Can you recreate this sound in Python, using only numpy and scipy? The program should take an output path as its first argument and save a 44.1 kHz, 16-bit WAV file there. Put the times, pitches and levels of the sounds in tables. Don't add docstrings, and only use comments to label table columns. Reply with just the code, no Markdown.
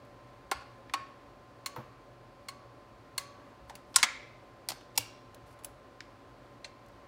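import sys
import numpy as np
from scipy import signal
from scipy.fft import rfft, irfft
from scipy.io import wavfile
from scipy.ndimage import uniform_filter1d

SR = 44100
rng = np.random.default_rng(int(sys.argv[2]) if len(sys.argv) > 2 else 0)


def inscribe(sig):
    pcm = np.round(np.clip(np.atleast_2d(sig).T, -1, 1) * 32767)
    wavfile.write(sys.argv[1], SR, pcm.astype(np.int16))


def makeup_ratio(level_db):
    decades = np.asarray(level_db, float) / 20
    return 10 ** decades


N = 311787


def band(x, lo_hz, hi_hz, order=2):
    return signal.sosfilt(signal.butter(order, [lo_hz, hi_hz], "bandpass", fs=SR, output="sos"), x)


def modes(hz, db, t60_s, size):
    t = np.arange(size) / SR
    return sum(makeup_ratio(d) * np.sin(2 * np.pi * f * t) * 1000. ** (-t / decay) for f, d, decay in zip(hz, db, t60_s))


def add(out, start_s, x):
    i = int(start_s * SR)
    out[i:i + len(x)] += x[:len(out) - i]


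def drift(points):
    return np.interp(np.arange(N), np.linspace(0, N, num=points), rng.standard_normal(points))


def even(x, smooth_hz=260):
    spectrum = rfft(x, 2 * len(x))
    ripple = np.sqrt(uniform_filter1d(np.abs(spectrum) ** 2, int(smooth_hz * 2 * len(x) / SR)))
    return irfft(spectrum * np.sqrt(np.mean(ripple ** 2)) / ripple)[:len(x)]


# low_hz, high_hz
BANDS_HZ = [(600, 1300), (1300, 1800), (1800, 6000), (6000, 11000), (11000, 16000)]


def colour(x, peaks_db):
    now = [np.sqrt(2 * uniform_filter1d(band(x, lo, hi) ** 2, size=128).max()) for lo, hi in BANDS_HZ]
    hz = np.arange(len(x) // 2 + 1) * SR / len(x) + 1
    centres = np.log(BANDS_HZ).mean(axis=1)
    gain = makeup_ratio(np.interp(np.log(hz), centres, peaks_db - 20 * np.log10(now)))
    small_object = 1 / (1 + (740 / hz) ** 4) / (1 + (hz / 15000) ** 6)
    lag_s = 0.002467 / (1 + (hz / 1500) ** 4)
    delay = np.exp(-2j * np.pi * np.cumsum(lag_s) * SR / len(x))
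    return irfft(rfft(x) * gain * small_object * delay, len(x))


# tilt_db per dB of hardness, one per band
HARDNESS_TILT = np.array([-0.7, -0.14, 0.081, .8, 1.4])


def clicks(events, body, ring, colour_db, ring_db, dense_db, dense_t60_s, damp, spread_hz):
    out, size, lead = np.zeros(N), 2 ** 15, 256
    t = np.arange(size) / SR
    hz, width_hz, db = np.transpose(body)
    width_hz = np.maximum(damp * width_hz, .035 * hz)
    short = modes(hz, db + 20 * np.log10(width_hz / 200), 2.2 / width_hz, 4096)
    ring_hz, ring_mode_db, ring_t60_s = np.transpose(ring)
    split_hz = np.minimum(1e-9 * ring_hz ** 3, 90) * (ring_hz > 1500) + spread_hz
    free = sum(modes(ring_hz + k * split_hz, ring_mode_db + ring_db, ring_t60_s, size) for k in (-1.3, -.2, .5, 1.1))
    fade_in = np.minimum(t * SR / lead, 1) ** 5
    for start_s, peak_db, hardness_db, chatter_ms in events:
        chance = rng.standard_normal((3, size))
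        fade = np.exp(-t * 1000 / chatter_ms)
        contacts = (chance[0] * makeup_ratio(3.49 * chance[1]) * fade)[:2048]
        contacts *= 1.1 / np.sqrt(np.sum(contacts ** 2))
        contacts[0] = .8
        cloud_tail = band(chance[2, ::-1], 500, 9000, order=1) * 1000. ** (-t / dense_t60_s)
        dense = makeup_ratio(dense_db) * (even(chance[2] * fade) + 0.22 * cloud_tail)
        flutter = band(chance[1, ::-1], 15, 90)
        x = dense + free * (1 + spread_hz / 50 * np.tanh(flutter / flutter.std()))
        add(x, 0, signal.fftconvolve(even(contacts, smooth_hz=120), short))
        x = np.roll(x * (1 - np.exp(-t / .00025)), lead)
        peaks_db = peak_db + np.array(colour_db) + hardness_db * np.array(HARDNESS_TILT)
        add(out, start_s - lead / SR, colour(x, peaks_db) * fade_in)
    return out


# pitch_hz, density_db
SHOP = [(18, -33.5), (30, -19), (91, -7.5), (122, 5.5), (146, -11.5), (276, -3.5), (314, -10.5),
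        (340, -6.5), (533, -7), (577, -8), (904, -10.5), (1060, -9), (1380, -13), (15200, -46.5),
        (16500, -49)]
# pitch_hz, rms_db
HUM = [(48.4, -67.5), (91.5, -80), (118.4, -71.5), (279.9, -70), (344.5, -70), (572, -63.5), (737.5, -70.5),
       (1039, -64.5), (4400, -78)]
HUM_WIDTH_HZ = [24, 5.9, 5.97, 18, 8.68, 24.86, 3.1, 1.5, 730]


def shop():
    f = np.arange(N // 2 + 1) * SR / N + 1
    shop_hz, density_db = np.transpose(SHOP)
    shape = makeup_ratio(np.interp(np.log(f), np.log(shop_hz), density_db))
    noise = irfft(rfft(rng.standard_normal(N)) * shape, N)
    out = noise / noise.std() * makeup_ratio(-56.5 + .6 * drift(40))
    for (hz, db), width_hz in zip(HUM, HUM_WIDTH_HZ):
        wander = np.cumsum(rng.standard_normal(N)) * np.sqrt(2 * np.pi * width_hz / SR)
        throb_db = min(width_hz / 6, 4) * (hz < 2000) * drift(420)
        out += makeup_ratio(db + throb_db) * np.sqrt(2) * np.sin(2 * np.pi * hz * np.arange(N) / SR + wander)
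    return out


# start_s, peak_db, hardness_db, chatter_ms
TICKS = [
    (5.033, -59, -8, 2),
    (0.0494, -69, 5, 5),
    (0.068, -76, 3, 4.7),
    (0.2714, -78, 3, 2.3),
    (4.81, -50, -12, 3),
    (5.3453, -50.5, 3, 1.7),
    (6.8614, -62, .4, 2.8),
    (6.8844, -68, 6, 4),
]
# pitch_hz, width_hz, level_db
TICK_BODY = [(2900, 300, -10), (4620, 200, -6), (6640, 130, -6), (7730, 120, -1), (10100, 140, 0),
             (10800, 150, 0), (12300, 110, -9), (14700, 100, -4), (15600, 150, -12)]
# pitch_hz, level_db, t60_s
TICK_RING = [(8700, -4, .1), (10550, -4, .2), (14690, 0, .2)]


def ticks():
    return clicks(TICKS, TICK_BODY, TICK_RING, colour_db=(-16, -21, -1, -5.5, -7.0), ring_db=-50,
                  dense_db=31.0, dense_t60_s=0.056, damp=1.5, spread_hz=.1)


# start_s, peak_db, hardness_db, chatter_ms
HEAVY = [
    (0.5138, -24, 0, 5.3),
    (0.568, -54, -4, 20),
    (0.608, -53, -8, 19),
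]
# pitch_hz, width_hz, level_db
HEAVY_BODY = [(813, 100, 3), (1070, 79, -4), (1380, 93, -3), (1750, 200, -12), (2170, 300, -7),
              (2820, 89, -15), (3430, 290, -19), (4520, 400, -13), (7430, 170, -17), (8800, 98, -16),
              (9500, 200, -20), (13000, 270, -29), (15600, 110, -30)]
# pitch_hz, level_db, t60_s
HEAVY_RING = [(1119, -4, .6), (2720, -10, .4), (3300, -13, .4), (4230, -8, .55), (4500, -7, .55),
              (4890, -8, .5), (5250, -11, .4), (6500, -11, .35), (7900, -11, .35), (8700, -12, .3),
              (9360, -10, .3), (15500, -14, .14)]


def heavy_contacts():
    return clicks(HEAVY, HEAVY_BODY, HEAVY_RING, colour_db=(4.0, -4.5, -3.0, -8.0, -15.0), ring_db=-36,
                  dense_db=-5.0, dense_t60_s=0.12, damp=0.3, spread_hz=8.6)


# start_s, peak_db, pitch_hz, t60_s
THUDS = [(0.516, -24.5, 393, 0.028), (0.531, -48, 67, 0.33), (0.942, -41.5, 298, 0.095),
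         (1.766, -41.5, 498, 0.2), (1.776, -38.5, 128.4, 0.18), (1.791, -40.5, 225, 0.079),
         (3.598, -53, 61.4, 0.53), (4.032, -42, 219, 0.066), (4.702, -52, 194, 0.18),
         (4.984, -42.5, 112.8, 0.28), (3.74, -51, 196, .12), (4.982, -40, 504, 0.071),
         (1.771, -48, 330, .05), (4.031, -47.5, 333, 0.094), (4.701, -46, 335, 0.088)]


def thuds():
    out, t = np.zeros(N), np.arange(SR // 3) / SR
    for start_s, peak_db, hz, t60_s in THUDS:
        upper = 0.6 * np.sin(2 * np.pi * 2.6 * hz * t) * np.exp(-t / 0.035)
        note = np.sin(2 * np.pi * hz * t) + upper
        add(out, start_s, makeup_ratio(peak_db) * note * (1 - np.exp(-t / 0.0018)) * 1000. ** (-t / t60_s))
    return out


# start_s, peak_db, hardness_db, chatter_ms
BRUSH = [
    (0.8962, -45, 0, 2.7),
]
# pitch_hz, width_hz, level_db
TAP_LOW_BODY = [(1840, 160, 2), (2310, 150, -1), (3390, 190, -8), (3950, 200, -7), (4600, 300, -6),
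                (5400, 300, -1), (6490, 280, -16), (8680, 140, -20)]


def brush():
    return clicks(BRUSH, TAP_LOW_BODY, TICK_RING, colour_db=(-3, -4, 3, -24, -32), ring_db=-60,
                  dense_db=7, dense_t60_s=0.065, damp=1.5, spread_hz=.1)


# start_s, peak_db, hardness_db, chatter_ms
SEATED = [
    (0.9368, -21.5, 0.5, 5.1),
]
# pitch_hz, width_hz, level_db
SEATED_BODY = [(800, 110, -2), (1070, 120, 0), (1900, 200, -12), (2290, 440, -12), (2870, 93, -15),
               (3600, 110, -18), (4330, 120, -8), (5280, 91, -21), (6840, 250, -26), (930, 120, -7),
               (8840, 130, -22), (9490, 110, -27), (11200, 130, -31), (15600, 110, -31)]
# pitch_hz, level_db, t60_s
SEATED_RING = [(1095, 2, .36), (1084, -4, .4), (1320, -5, .14), (13600, -30, .14), (15400, -24, .14),
               (2200, -16, .4), (4500, -20, .45), (5100, -25, .4), (6900, -24, .3)]


def seating():
    return clicks(SEATED, SEATED_BODY, SEATED_RING, colour_db=(-0.5, -6.5, -3.0, -13.0, -22.0), ring_db=-29.5,
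                  dense_db=-7.0, dense_t60_s=0.08, damp=1.0, spread_hz=0)


# start_s, peak_db, hardness_db, chatter_ms
PAWL = [
    (1.6604, -28, 2.5, 4.7),
    (2.4852, -33, -1, 5.6),
    (3.1788, -25.5, 4, 3.8),
]
# pitch_hz, width_hz, level_db
PAWL_BODY = [(850, 120, -12), (1090, 98, 1), (1650, 150, -10), (2190, 100, -2), (2880, 110, -8),
             (3340, 98, -13), (4300, 130, 1), (7130, 120, -9), (8070, 76, -13), (8870, 110, -8),
             (9840, 170, -18), (11500, 180, -21), (12500, 160, -21), (15300, 100, -9)]
# pitch_hz, level_db, t60_s
PAWL_RING = [(1095, 2, .12), (1129, -6, 1.1), (1700, -18, .3), (2020, -18, .5), (2730, -18, .45),
             (4260, -9, .45), (4550, -19, .45), (6363, -14, .5), (7100, -20, .3), (8800, -22, .3),
             (15300, -7, .14)]


def pawl():
    return clicks(PAWL, PAWL_BODY, PAWL_RING, colour_db=(-6.5, -10, -1.0, -6.5, -12.0), ring_db=-29,
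                  dense_db=-4.0, dense_t60_s=0.15, damp=0.58, spread_hz=0)


# start_s, peak_db, hardness_db, chatter_ms
KNOCKS = [
    (1.7612, -46.5, 1, 5.2),
    (1.769, -54, -2, 26),
]
# pitch_hz, width_hz, level_db
KNOCK_BODY = [(495, 120, -1), (969, 140, 0), (2190, 140, -10), (3200, 160, -18), (3730, 92, -20),
              (4070, 440, -20)]


def knocks():
    return clicks(KNOCKS, KNOCK_BODY, HEAVY_RING, colour_db=(16.5, 2, -1.0, -17.0, -4.0), ring_db=-58.0,
                  dense_db=1.0, dense_t60_s=0.39, damp=1.1, spread_hz=.1)


# start_s, length_s, level_db
SLIDES = [
    (5.458, .092, -72),
    (3.865, .04, -82),
    (3.9, .044, -76),
    (3.675, .022, -75),
]
# pitch_hz, width_hz, level_db
SLIDE_BODY = [(5500, 2500, 2), (7600, 300, -5), (9050, 250, -1), (11000, 600, -4), (12500, 400, -8)]


def slides():
    out = np.zeros(N)
    for start_s, length_s, level_db in SLIDES:
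        size = int(length_s * SR)
        patches = np.repeat(rng.standard_normal(size // 256 + 1), 256)[:size]
        grit = rng.standard_normal(size) * makeup_ratio(4.1 * rng.standard_normal(size) + 2.8 * patches)
        x = sum(makeup_ratio(d) * band(grit, hz - w / 2, hz + w / 2, order=1) / np.sqrt(w) for hz, w, d in SLIDE_BODY)
        add(out, start_s, makeup_ratio(level_db) * x / x.std() * signal.windows.tukey(size, .2))
    return out


# start_s, peak_db, hardness_db, chatter_ms
NUDGE = [
    (3.696, -46, 0, 6),
]
# pitch_hz, width_hz, level_db
NUDGE_BODY = [(571.4, 70, -5), (850, 119.3, -0.5), (1758, 130, -11.5), (2570, 100, -11.5),
              (3710, 100, -15.5), (4540, 350, -16.5), (6770, 210, -18), (8810, 120, -25), (9580, 140, -28),
              (11600, 320, -30)]


def nudge():
    return clicks(NUDGE, NUDGE_BODY, HEAVY_RING, colour_db=(10.5, -2, 1.5, -6, -14), ring_db=-50,
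                  dense_db=-5.0, dense_t60_s=.15, damp=1.3, spread_hz=.1)


# start_s, peak_db, hardness_db, chatter_ms
CATCH = [
    (3.7534, -42, 0, 2.8),
]
# pitch_hz, width_hz, level_db
CATCH_BODY = [(2760, 190, -3), (4825, 110, -1), (6180, 100, -3), (7340, 140, -8), (9060, 130, -4),
              (10400, 130, -2.5), (11720, 450, -12), (12270, 110, -10), (13410, 100, -11),
              (13830, 330, -7.5), (14630, 130, -9), (15620, 120, -3)]


def catch():
    return clicks(CATCH, CATCH_BODY, TICK_RING, colour_db=(-15.5, -15, -2.0, -4.5, -3.5), ring_db=-52,
                  dense_db=4.5, dense_t60_s=.12, damp=1.5, spread_hz=.1)


# start_s, peak_db, hardness_db, chatter_ms
SLIP = [
    (3.9425, -37.5, -7.5, 17),
    (3.9575, -29.5, 0, 2.9),
    (3.9843, -25.5, -3.5, 5),
    (3.997, -33, -5.5, 3),
]
# start_s, peak_db, hardness_db, chatter_ms
RELEASE = [
    (3.9602, -13.5, 0.00027, 3.4),
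]
# pitch_hz, width_hz, level_db
RELEASE_BODY = [(1070, 120, -1), (2100, 220, -10), (1380, 120, -6), (4120, 140, -13), (5390, 200, -5),
                (5890, 140, -6), (6780, 110, -5), (7760, 270, -2), (8860, 220, 0), (9730, 140, -12),
                (10900, 140, -15), (12100, 250, -16), (15600, 120, -25)]
# pitch_hz, level_db, t60_s
RELEASE_RING = [(1071, -6, .07), (1400, -9, .08), (4010, -18, .2), (5940, -18, .15), (8860, -19, .06)]


def slip_and_release():
    slips = clicks(SLIP, RELEASE_BODY, RELEASE_RING, colour_db=(-9, -17, 1.0, -8, -17.0), ring_db=-18.0,
                   dense_db=-0.5, dense_t60_s=0.099, damp=1.0, spread_hz=.1)
    return slips + clicks(RELEASE, RELEASE_BODY, RELEASE_RING, colour_db=(-6.5, -8.5, -0.5, 3.5, -10.0),
                          ring_db=-16.5, dense_db=-2.0, dense_t60_s=0.09, damp=.9, spread_hz=.1)


# start_s, peak_db, hardness_db, chatter_ms
REBOUND = [
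    (4.029, -12.5, -1.5, 3.4),
    (4.0338, -18, -3.5, 7.6),
    (4.2295, -52.5, -16, 2.6),
]
# pitch_hz, width_hz, level_db
REBOUND_BODY = [(1080, 97, -5), (1380, 120, -5), (1700, 200, -4), (2130, 200, 2), (4100, 270, -14),
                (4460, 140, -9), (5750, 280, -9), (6200, 110, -8), (6800, 98, -9), (3450, 250, -8),
                (8350, 140, -17), (9610, 90, -15), (12000, 110, -22), (15100, 180, -27)]
# pitch_hz, level_db, t60_s
REBOUND_RING = [(1114, -5, .3), (1350, -6, .45), (1560, -6, .45), (1710, -5, .45), (1950, -5, .5),
                (2089, -4, .8), (2170, -2, .8), (2336, -2, .7), (3187, -9, .45), (3682, -11, .45),
                (4102, -10, .37), (6100, -10, .25)]


def rebound():
    return clicks(REBOUND, REBOUND_BODY, REBOUND_RING, colour_db=(-9, -10, 0.5, -5, -16.5), ring_db=-39.0,
                  dense_db=-0.5, dense_t60_s=0.051, damp=1.0, spread_hz=12.7)


# start_s, peak_db, hardness_db, chatter_ms
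RATTLE = [
    (4.6874, -29, 1.5, 1.4),
    (4.6912, -35.5, -3, 2.5),
    (4.6968, -41, 1, 3),
    (4.7022, -35, -9, 2),
    (4.7045, -35.5, -3.5, 2.6),
    (4.7172, -37, -12, 1.2),
    (4.7195, -41, -6, 2.2),
    (4.73, -57, -5, 7),
]
# pitch_hz, width_hz, level_db
RATTLE_BODY = [(820, 150, 4), (2020, 120, -13), (3000, 300, -15), (4570, 200, -4), (5160, 410, -2),
               (6980, 98, -2), (8090, 160, -7), (8960, 97, 0), (11900, 110, -1), (12200, 110, -4)]
# pitch_hz, level_db, t60_s
RATTLE_RING = [(1880, -4, .3), (5170, -4, .3), (6800, -6, .3), (12120, 0, .25)]


def rattle():
    return clicks(RATTLE, RATTLE_BODY, RATTLE_RING, colour_db=(-2, -15.5, 1.5, 0.5, -4), ring_db=-47,
                  dense_db=7.5, dense_t60_s=0.087, damp=2.07, spread_hz=.1)


# start_s, peak_db, hardness_db, chatter_ms
SET_DOWN = [
    (4.9545, -50, -11, 6),
    (4.961, -50.5, -5, 6.4),
    (4.9762, -22.5, 1, 1),
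    (4.9783, -20.5, -1, 3),
]
# pitch_hz, width_hz, level_db
SET_DOWN_BODY = [(840, 300, 5), (2290, 170, -2), (2750, 150, -4), (4200, 99, -8), (5040, 110, 0),
                 (5570, 120, -2), (6970, 130, -4), (7730, 650, -3), (8970, 120, -5), (10900, 120, -8),
                 (12200, 200, -10), (13200, 200, -8), (13900, 180, -9), (15300, 120, -28)]
# pitch_hz, level_db, t60_s
SET_DOWN_RING = [(2290, -2, .4), (2600, -4, .35), (2783, 1, .35), (2950, -5, .3), (3600, -14, .4),
                 (4950, -12, .4), (5400, -13, .4), (8043, -12, .3), (9000, -14, .25)]


def set_down():
    return clicks(SET_DOWN, SET_DOWN_BODY, SET_DOWN_RING, colour_db=(-4, -21, 2.0, -0.5, 0), ring_db=-36.0,
                  dense_db=-2.5, dense_t60_s=0.14, damp=0.6, spread_hz=32.6)


# start_s, peak_db, hardness_db, chatter_ms
PINGS = [
    (5.5894, -59, -14, 9.2),
    (5.6364, -60, -1.5, 2.3),
    (5.6461, -41, -0.5, 3.9),
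]


def pings():
    return clicks(PINGS, TICK_BODY, TICK_RING, colour_db=(-7, -16, 0.5, 5.5, 8.5), ring_db=-36,
                  dense_db=0, dense_t60_s=0.13, damp=0.7, spread_hz=.1)


# start_s, peak_db, hardness_db, chatter_ms
TAP_LOW = [
    (6.0052, -34.5, 0.0013, 1.8),
]


def low_tap():
    return clicks(TAP_LOW, TAP_LOW_BODY, REBOUND_RING, colour_db=(-23, -6.5, 1.5, -18, -35), ring_db=-42,
                  dense_db=4, dense_t60_s=0.12, damp=1.9, spread_hz=15)


# start_s, peak_db, hardness_db, chatter_ms
TAPS = [
    (6.6445, -33.5, 2.7, 6.7),
]
# pitch_hz, width_hz, level_db
TAP_BODY = [(2080, 98, -3), (2690, 180, -4), (4170, 81, 1), (4430, 70, -6), (6180, 120, -8),
            (7210, 110, -13), (8150, 170, -12)]


def taps():
    return clicks(TAPS, TAP_BODY, REBOUND_RING, colour_db=(-12, -14.5, -1.0, -15.0, -41), ring_db=-38.5,
                  dense_db=-3.5, dense_t60_s=0.18, damp=1.27, spread_hz=14)


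# pitch_hz, t60_s, level_db
ROOM = [(693.4, 0.36, -15.5), (1440, 0.504, -10), (2943, 0.7, -17.5), (5400, 0.54, -16.5),
        (8000, 0.29, -18.5), (10500, 0.3, -20.5), (14150, 0.24, -20.5)]


def room(x):
    t, tail = np.arange(3 * SR // 5) / SR, 0
    room_hz, room_t60_s, room_db = np.transpose(ROOM)
    for hz in 600 * 2 ** np.arange(0, 5, .5):
        t60_s = np.interp(np.log(hz), np.log(room_hz), room_t60_s)
        db = np.interp(np.log(hz), np.log(room_hz), room_db)
        decay = even(rng.standard_normal(len(t)) * 1000. ** (-t / t60_s))
        tail = tail + makeup_ratio(db) * band(decay, hz / 2 ** .25, hz * 2 ** .25)
    blur = band(rng.standard_normal(N), 80, 1500)
    return signal.fftconvolve(x * (0.84 + blur / blur.std()), 0.021 * tail * (1 - np.exp(-t / 0.0015)))[:N]


def scene():
    steel = ticks() + heavy_contacts() + brush() + seating() + pawl() + knocks()
    steel += slides() + nudge() + catch() + slip_and_release() + rebound()
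    steel += rattle() + set_down() + pings() + low_tap() + taps()
    return (steel + room(steel) + thuds() + shop())[None]


def roll_off(x):
    return signal.sosfilt(signal.butter(12, 17140, fs=SR, output="sos"), x)


def record(dry):
    dry = signal.sosfilt(signal.butter(16, 38, "highpass", fs=SR, output="sos"), dry)
    dry = signal.sosfilt(signal.ellip(8, .2, 28, 15800, fs=SR, output="sos"), dry)
    dry = dry + 0.3 * band(dry, 14900, 15700, order=1)
    return roll_off(dry)


dry = scene()
out = record(dry)
inscribe(out)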